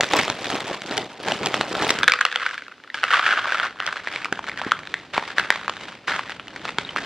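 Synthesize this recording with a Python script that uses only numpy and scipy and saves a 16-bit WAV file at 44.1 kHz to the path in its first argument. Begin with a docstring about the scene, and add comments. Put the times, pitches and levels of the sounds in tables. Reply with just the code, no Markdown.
"""At a kitchen counter, a hand lifts and tips a plastic bag of frozen corn, and the kernels rain into a thin tray.
In the bag, a swarm of dull rings makes the grinding; the film crinkles in bright rings and puffs of noise.
In the tray, each kernel is a short ring plus a puff of noise; stirred corn, and later the scraping tray, hisses.
The counter rumbles, bumps and squeaks, the kitchen answers with a soft noise tail, and steady hum and hiss lie below."""
import sys
import numpy as np
from scipy import signal
from scipy.fft import rfft, irfft, next_fast_len
from scipy.io import wavfile

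SR = 44100
rng = np.random.default_rng(int(sys.argv[2]) if len(sys.argv) > 2 else 0)


def put_to_file(sound):
    """Save the sound as 16-bit audio at rate SR, in the file named by the first command-line argument."""
    columns = np.atleast_2d(sound).T  # one column per channel
    safe = np.clip(columns, -1, 1)
    whole_steps = np.round(safe * 32767)
    wavfile.write(sys.argv[1], SR, whole_steps.astype(np.int16))


N = 310905  # length in samples

EMPTY_HZ, FULL_HZ = 588, 283  # bass corner of the tray, empty and filled
FULL_S = 3.43  # time when the filled sound has taken over


def tray():
    """Kernels strike a hollow tray, which radiates little bass below a corner that is lower once it fills."""
    rattle_db, hiss_db = rattle_level()
    rattle, patter = small_kernels(rattle_db, hiss_db - rattle_db)
    blows, hollow = loud_kernels()
    # kernels come in clumps, so the level wanders
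    clump_times = np.arange(0, N, 700)
    clumps_db = 1.74 * np.interp(np.arange(N), clump_times, rng.standard_normal(N // 700 + 1))
    wall = amp(rattle_db + clumps_db - 0.5) * rattle + blows
    empty = filtered(wall, lambda hz: bass_cut(hz, EMPTY_HZ, 4))
    full = filtered(wall, lambda hz: bass_cut(hz, FULL_HZ, 4))
    # fade from the empty sound to the full one, starting at the first loud kernel
    first_s = LOUD_KERNELS[0][0]
    fill = np.clip((np.arange(N) / SR - first_s) / (FULL_S - first_s), 0, 1) ** 2
    air_inside = hollow + amp(rattle_db + PATTER_DB) * patter
    return (1 - fill) * amp(3.0) * empty + fill * full + air_inside


# ringing of the tray wall: ratio to pitch, level_db, time to fall 60 dB in s (before shortening by the corn)
TRAY_MODES = [(.33, -25.5, .03), (.55, -15, 0.015), (1, 2, 0.011), (1.3, 2.5, 0.0044),
              (1.898, -2.5, 0.0051), (2.7, -12, 0.0026)]
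# bare plastic rings at one pitch, a bed of corn at many and more briefly:
# time_s, pitch_hz, share of the pitch scatter, share of the ringing time
CORN_BED = [(3.4, 1470, 0.092, 1), (4.0, 1635, 0.2, 0.54)]
# air in the tray: ratio to pitch, level_db, time to fall 60 dB in s
HOLLOW_MODES = [(1, 4.5, 0.044)]
HOLLOW_HZ, FILL_DB_PER_S = 505, 6.5  # pitch of that air, and how fast it fades as the tray fills
HOLLOW_DB, PATTER_DB = -24, -23  # level of that air relative to the loud kernels, and to the rattle


def small_kernels(rattle_db, bright_db):
    """Thousands of small kernels knock on the wall and hiss, while the air in the tray patters."""
    s, db, hz = swarm(1.8, 7.05, count=6500, spread_db=3.5, hz=1, scatter=0.95)
    at, centre_hz, scatter_share, life = np.transpose(CORN_BED)
    hz = np.interp(s, at, centre_hz) * hz ** np.interp(s, at, scatter_share)

    # a louder pour is a denser one; in a sparse one each kernel stands out more
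    busy = np.clip((rattle_db[(s * SR).astype(int)] + 42.5) / 20, .18, 1)
    kept = rng.random(len(s)) < busy ** 2
    s, db, hz = s[kept], (db - 10 * np.log10(busy))[kept], hz[kept]

    hollow_hz = np.full(len(s), HOLLOW_HZ)
    patter = unit(ring(s, db - FILL_DB_PER_S * s, hollow_hz, HOLLOW_MODES,
                       size=2200, attack=0.0011, detune=0.043))
    knocks = unit(ring(s, db, hz, TRAY_MODES, size=700, attack=0.00047, detune=0.043,
                       life=np.interp(s, at, life)))
    clicks = unit(crack(s, db, 0.017))
    # hiss of sliding corn, and near the end of the tray scraping over the counter
    s, db, _ = swarm(1.98, 7.05, count=6000, spread_db=4, hz=1, scatter=0)
    hiss = unit(crack(s, db, 0.02))
    return knocks + amp(bright_db - 12) * (clicks + hiss), patter


# loud kernels on the tray: start_s, level_db (relative), pitch_hz
LOUD_KERNELS = [(2.032, -3.5, 1670), (2.041, -14, 1720), (2.079, 1, 1715), (2.083, -2.5, 1620),
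                (2.095, -21, 1820), (2.098, -11, 1430), (2.12, -7, 2530), (2.137, -5, 1300),
                (2.157, -25, 1470), (2.189, -22, 1450), (2.208, -11, 1170), (2.211, -7, 1490),
                (2.252, -2.5, 1350), (2.264, -13, 1950), (2.326, -15, 1800), (2.359, -6.5, 1490),
                (2.464, -12, 1540), (2.543, -16.5, 1550), (2.838, -27, 1800), (2.901, -26, 2000),
                (2.944, -8.5, 1630), (3.033, -6.5, 1470), (3.039, 0, 1420), (3.106, -5.5, 1380),
                (3.112, -10, 1550), (3.136, -5, 1420), (3.142, -7.5, 1740), (3.195, -6, 1360),
                (3.264, -5.5, 1710), (3.375, -9.5, 1390), (3.392, -12, 1470), (3.522, -7, 1740),
                (3.599, -4, 1575), (3.634, -10.5, 1480), (3.802, -6, 1450), (3.824, -17, 1480),
                (3.833, -19, 1460), (3.865, -13.5, 2950), (3.876, -14, 1610), (3.927, -12, 1440),
                (4.073, -13, 1750), (4.16, -12.5, 2210), (4.246, -11, 2470), (4.256, -10.5, 1430),
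                (4.326, -5, 1520), (4.392, -14.5, 1010), (4.487, -14.5, 1440), (4.575, -16, 2070),
                (4.616, -10, 870), (4.719, 1.5, 1394), (4.791, -16, 1260), (4.873, -16, 1750),
                (4.941, -4, 1860), (5.177, -13.5, 2100), (5.179, 0.5, 1050), (5.226, -12.5, 1040),
                (5.383, 0, 1830), (5.397, -2.5, 1440), (5.448, -16, 1840), (5.504, 4, 1700),
                (5.524, -11, 1320), (5.68, -10.5, 1180), (5.696, -7.5, 1090), (6.193, -7, 1120),
                (6.296, -16.5, 1800), (6.306, -18, 2510), (6.397, -19, 1290), (6.482, -24, 2860),
                (6.653, -14.5, 1210), (6.691, -13, 1260), (6.785, -1, 1674), (6.962, -9.5, 1290),
                (6.984, -17, 1380)]
# how sharply the kernels click as they land, changing through the pour:
# time_s, crack over ring in dB (relative)
CLICK_SHARPNESS = [(2.15, -1), (2.4, -4.5), (3.75, -19), (3.87, -1.5), (4.6, -8), (4.72, -6), (5.2, -13.5),
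                   (5.7, -2.5), (6.2, -8.5), (6.65, 1), (7.05, -13.5)]


def loud_kernels():
    """Each loud kernel rings the wall, cracks on contact and sets off the air in the tray."""
    s, db, hz = np.transpose(LOUD_KERNELS)
    at, _, _, life = np.transpose(CORN_BED)
    blows = ring(s, db + 3.0, hz, TRAY_MODES, size=700, attack=0.00041, detune=0.061,
                 life=np.interp(s, at, life))
    sharpness_db = np.interp(s, *np.transpose(CLICK_SHARPNESS))
    blows = blows + crack(s, db + sharpness_db + 1.5, 0.011)
    hollow_db = db + HOLLOW_DB - FILL_DB_PER_S * (s - s[0])
    hollow = ring(s, hollow_db, np.full(len(s), HOLLOW_HZ), HOLLOW_MODES,
                  size=2200, attack=0.0036, detune=0.022)
    return blows, hollow


# rushes of kernels, shaken out of the bag or stirred by fingers, and near the end the tray scraping:
# peak_s, rattle level_db (relative), rise_s for 20 dB, hiss over rattle in dB (relative)
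RUSHES = [(2.097, -35, 0.029, -1), (2.206, -33.5, 0.99, -3), (2.446, -29.5, .4, 3), (2.529, -35, 0.098, 8),
          (2.7, -44, 1, -2.5), (2.944, -32.5, 0.0088, 7), (3.041, -29, 0.044, 5), (3.144, -21.5, 0.077, 4),
          (3.278, -24.5, 0.12, 5.5), (3.39, -28, 0.36, 2.5), (3.53, -30.5, 0.43, 7), (3.649, -29, 0.48, 3),
          (3.88, -30.5, 0.24, -1), (3.97, -33, .15, 7.5), (4.151, -31, 0.23, 7.5), (4.25, -34, 0.17, -8),
          (4.45, -41.5, 0.36, 9), (4.679, -31.5, 1, 1.5), (4.79, -37, .15, 0), (4.969, -38.5, 0.49, 7.5),
          (5.136, -28, 0.0086, 7.5), (5.179, -31.5, 0.052, -8), (5.29, -39, 0.18, 12.5),
          (5.39, -27, 0.036, 5), (5.56, -35.5, 0.9, 4.5), (5.691, -34.5, .4, -7), (5.887, -36, 0.73, 10),
          (6.076, -22, 0.0069, 4.5), (6.139, -27.5, 0.066, 4), (6.23, -42, .1, 11), (6.32, -35.5, 0.21, 5),
          (6.55, -47.5, 0.39, 11.5), (6.68, -35, 0.28, 10), (6.788, -35.5, 0.019, 13),
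          (6.91, -53, 0.31, 25), (6.97, -31.5, 0.05, 5.5), (7.02, -35.5, .1, 13)]
RUSH_FALL_DB_PER_S = 127
QUIET_DB = -56  # the rattle and hiss levels never go below this


def rattle_level():
    """How strongly the tray rattles with knocking corn and how strongly it hisses, both in dB."""
    s, db, rise_s, hiss_db = np.transpose(RUSHES)
    rattle_db = swells(s, db, rise_s, RUSH_FALL_DB_PER_S)
    hiss_db = swells(s, db + hiss_db, rise_s, RUSH_FALL_DB_PER_S)
    return np.maximum(rattle_db, QUIET_DB), np.maximum(hiss_db, QUIET_DB)


# squeezes of the bag: peak_s, grinding level_db (relative), rise_s for 20 dB, film over grinding in dB (relative)
SQUEEZES = [(0.0, -29.5, .05, 4), (0.139, -21.5, 0.036, -7), (0.187, -27.5, 0.11, 3.5),
            (0.3, -31, 0.067, -3.5), (0.45, -36, 0.027, 2), (0.54, -28.5, 0.17, -2.5),
            (0.733, -34.5, 0.94, -2.5), (0.916, -32, 0.12, -1.5), (0.982, -26, 0.063, -8),
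            (1.306, -26.5, 0.13, -4.5), (1.453, -27, 0.14, -7), (1.555, -25, 0.047, -6.5),
            (1.75, -40, 1, -0.5), (1.842, -26, 0.17, -4), (1.944, -30.5, 0.66, -3)]
SQUEEZE_FALL_DB_PER_S = 178
# loud creases of the bag: start_s, level_db (relative), pitch_hz
CREASES = [(0.0084, -7, 4300), (0.0338, -7, 1770), (0.1115, -12, 1190), (0.1356, -3.5, 1400),
           (0.1912, -7, 1970), (0.28, -11, 1290), (0.3003, -13, 3610), (0.389, -19.5, 1170),
           (0.444, -16.5, 1680), (0.502, -12.5, 2100), (0.554, -20, 2230), (0.605, -13.5, 2000),
           (0.819, -19, 2120), (0.9699, -15, 2600), (0.9785, -11.5, 3030), (1.2846, -13.5, 3130),
           (1.3201, -13, 2830), (1.432, -19, 2880), (1.46, -12.5, 3110), (1.47, -14.5, 2580),
           (1.5423, -8.5, 1240), (1.611, -7, 2810), (1.7519, -9.5, 1320), (1.823, -12, 1220),
           (1.8674, -14.5, 1340), (1.8927, -6, 2170), (1.9052, -3.5, 2160), (1.9884, -14, 2720)]
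# ringing of the plastic film: ratio to pitch, level_db, time to fall 60 dB in s
FILM_MODES = [(.6, -8, 0.012), (0.999, 1.5, 0.01), (1.5, -4, 0.0048)]
# dull ringing of a heavy load, also used for the counter: ratio to pitch, level_db, time to fall 60 dB in s
LOAD_MODES = [(0.601, -9, 0.0038), (1.001, 0.5, 0.018), (1.699, 9, 0.012)]
THUMP_DB = 7  # a crease jolts the kernels: level over the grinding load


def bag():
    """Frozen kernels grind dully in the bag while the film crackles and creases."""
    s, db, rise_s, film_db = np.transpose(SQUEEZES)
    load_db = swells(s, db, rise_s, SQUEEZE_FALL_DB_PER_S)
    film_db = swells(s, db + film_db, rise_s, SQUEEZE_FALL_DB_PER_S)

    kernels = swarm(0, 2.1, count=2000, spread_db=3.5, hz=370.4, scatter=0.448)
    grind = unit(ring(*kernels, LOAD_MODES, size=1000, attack=0.001))

    s, db, hz = swarm(0, 2.1, count=1300, spread_db=2.5, hz=2264, scatter=0.411)
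    crinkle = unit(ring(s, db, hz, FILM_MODES, size=350))
    crinkle = crinkle + amp(0.5) * unit(crack(s, db, 0.008, tilt_db=6))

    s, db, hz = np.transpose(CREASES)
    creases = ring(s, db - 5.0, hz, FILM_MODES, size=350, detune=0.027)
    # higher creases crack harder
    creases = creases + crack(s, db + 5 * np.log2(hz / 2000), 0.0093, tilt_db=5.5)
    thump_db = load_db[(s * SR).astype(int)] + THUMP_DB
    thumps = ring(s, thump_db, np.full(len(s), 450), LOAD_MODES, size=1000, attack=0.0014)
    return amp(load_db - 3.0) * grind + amp(film_db - 4.0) * crinkle + creases + thumps


# hands and tray rumble on the counter: time_s, level_db while the corn is quiet
HANDS = [(2.0, -38.5), (2.2, -63.5), (4.1, -56), (4.4, -50.5), (6.3, -52), (6.6, -46.5), (7.05, -44.5)]
RUMBLE_SLOPE = 0.44  # dB of rumble per dB of rattle
# the tray bumping on the counter: start_s, level_db (relative)
BUMPS = [(4.324, -22), (4.665, -22.5), (5.179, -20), (6.786, -24)]
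# the tray squeaks as it is pushed over the counter: start_s, level_db (relative), pitch_hz
SQUEAKS = [(6.849, -17, 3930), (6.891, -12.5, 3180)]
# ringing of a squeak: ratio to pitch, level_db, time to fall 60 dB in s
SQUEAK_MODES = [(0.98, 5.5, 0.012), (0.64, -10, 0.018)]


def counter():
    """Hands and tray rumble as a swarm of low rings, with a few firm bumps and squeaks."""
    grains = swarm(1.98, 7.05, count=7000, spread_db=1.1, hz=179.0, scatter=0.646)
    rumble = unit(ring(*grains, LOAD_MODES, size=700, attack=0.0013))
    at, hands_db = np.transpose(HANDS)
    # silent outside the table
    hands_db = np.interp(np.arange(N) / SR, at, hands_db, -120, -120)
    rumble_db = hands_db + RUMBLE_SLOPE * (rattle_level()[0] - QUIET_DB)

    s, db = np.transpose(BUMPS)
    bumps = ring(s, db - .4, np.full(len(s), 220), LOAD_MODES, size=1500, attack=0.00061)
    squeaks = ring(*np.transpose(SQUEAKS), SQUEAK_MODES, size=700, attack=0.0025, detune=0.011)
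    return squeaks + amp(rumble_db) * rumble + bumps


# how long the kitchen's answer lasts: pitch_hz, time to fall 60 dB in s
KITCHEN_DECAY = [(200, 0.062), (1500, 0.31), (10000, 0.27)]


def kitchen(x):
    """Each frequency of the room's answer dies at its own speed; mid and side get their own tails."""
    hz, t, z = signal.stft(rng.standard_normal((2, SR // 2)), SR, nperseg=256)
    fade_db = -60 * t / along(KITCHEN_DECAY, hz)[:, None]
    tail = signal.istft(z * amp(fade_db), SR, nperseg=256)[1]
    tail = tail / np.linalg.norm(tail[0])
    late = np.pad(x, (200, 0))[None]  # the answer starts 200 samples late
    return signal.fftconvolve(late, tail, axes=1)[:, :N]


# tone of the kitchen's hum and hiss: pitch_hz, level_db per Hz (relative)
AIR_TONE = [(18, -52), (30, -40), (245, 14.5), (988, 5), (2750, 4), (4650, -1), (16000, -40)]
AIR_DB = -53


def air():
    """The steady noise of the room: random noise shaped into hum and hiss."""
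    noise = rng.standard_normal((2, N))
    return amp(AIR_DB) * unit(filtered(noise, lambda hz: amp(along(AIR_TONE, hz))))


def ring(s, db, hz, modes, size, attack=0.000072, detune=0.11, life=1):
    """Each blow rings the modes at new strengths and slightly new pitches; life scales the decay times."""
    t = np.arange(size) / SR
    chance = rng.standard_normal((len(s), len(modes), 2))
    life = np.reshape(life, (-1, 1))
    shapes = 0
    for k, (ratio, level_db, t60) in enumerate(modes):
        pitch = hz[:, None] * ratio * np.exp(detune * chance[:, k, :1])
        mode_db = level_db + 2.45 * chance[:, k, 1:] - 60 * t / (t60 * life)
        shapes = shapes + amp(mode_db) * np.sin(2 * np.pi * pitch * t)
    return lay(s, amp(db)[:, None] * shapes * (1 - np.exp(-t / attack)))


# tone of a hard contact: pitch_hz, level_db (before tilt)
CRACK_TONE = [(500, 6), (1500, 5.5), (3500, 1.5), (6500, -14.5), (8300, -21), (11000, -44), (13000, -39),
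              (16000, -58)]


def crack(s, db, t60, tilt_db=0):
    """The hard contact itself: a fading puff of noise, with its treble raised by tilt_db."""
    t = np.arange(448) / SR
    noise = rng.standard_normal((len(s), len(t))).clip(-1.2, 1.2)
    puffs = amp(db[:, None] - 60 * t / t60) * noise
    return filtered(lay(s, puffs), lambda hz: amp(along(CRACK_TONE, hz) + tilt_db * np.log2(1 + hz / 4000)))


def swarm(t0, t1, count, spread_db, hz, scatter):
    """Random grains: times in s, levels in dB with a few far larger, pitches in Hz."""
    u = rng.random((count, 2))
    pitch = hz * np.exp(scatter * rng.standard_normal(count))
    return t0 + (t1 - t0) * u[:, 0], -spread_db * np.log(u[:, 1] + .015), pitch


def swells(s, db, rise_s, fall_db_per_s):
    """Level in dB of overlapping gestures: each climbs at its own pace and dies away at a common one."""
    grid = np.arange(0, N, 64)
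    t = grid[None] / SR - s[:, None]
    climb_db = 20 * t / np.abs(rise_s)[:, None]
    each_db = db[:, None] + np.where(t < 0, climb_db, -fall_db_per_s * t)
    total_db = 10 * np.log10(np.sum(amp(2 * each_db), axis=0) + 1e-12)  # powers add up
    return np.interp(np.arange(N), grid, total_db)


def lay(s, shapes):
    """Rows of sound placed at times s: their sum, and a sum weighted by the direction each comes from."""
    where = (np.round(s * SR).astype(int)[:, None] + np.arange(shapes.shape[1])).ravel()
    aim = 0.58 + rng.standard_normal((len(s), 1))
    return np.array([np.bincount(where, (w * shapes).ravel(), N)[:N] for w in (1, aim)])


def amp(db):
    """Decibels to gain."""
    return 10 ** (np.asarray(db) / 20)


def unit(x):
    """Scaled so that the first row has rms 1."""
    return x / np.sqrt(np.mean(x[0] ** 2) + 1e-20)


def along(points, hz):
    """Reads a curve of (Hz, value) points on a log axis."""
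    f, v = np.transpose(points)
    return np.interp(np.log(hz + 1), np.log(f + 1), v)


def bass_cut(hz, corner_hz, order):
    """Response of a filter that weakens everything below its corner."""
    return (1j * hz / (corner_hz + 1j * hz)) ** order


def filtered(x, response):
    """Sound x shaped by a response of frequency."""
    m = next_fast_len(N + 8192)
    return irfft(rfft(x, m) * response(np.fft.rfftfreq(m, 1 / SR)), m)[..., :N]


# difference between the two microphone ports: pitch_hz, side minus mid in dB (before direction weights)
PORTS = [(60, -32), (380, -20), (1000, -32.5), (2400, -20.5), (4400, -8), (8100, 0.5), (12000, 10)]


def scene():
    """Close ports hear the bass nearly alike; direction shows in the treble, a quarter cycle apart."""
    near = bag() + tray() + counter()
    mid, across = near + amp(-14) * kitchen(near[0]) + air()
    side = filtered(across, lambda hz: -1j * amp(along(PORTS, hz)))
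    return np.array([mid + side, mid - side])


TOP_HZ = 16400  # band limit


def record(dry):
    """The microphone drops the deep bass; the loudest blows clip; nothing is kept above the band limit."""
    thin = filtered(dry, lambda hz: bass_cut(hz, 70, 3))
    clipped = thin / (1 + np.abs(thin / .97) ** 8) ** (1 / 8)
    return filtered(clipped, lambda hz: hz < TOP_HZ)


dry = scene()
out = record(dry)
put_to_file(out)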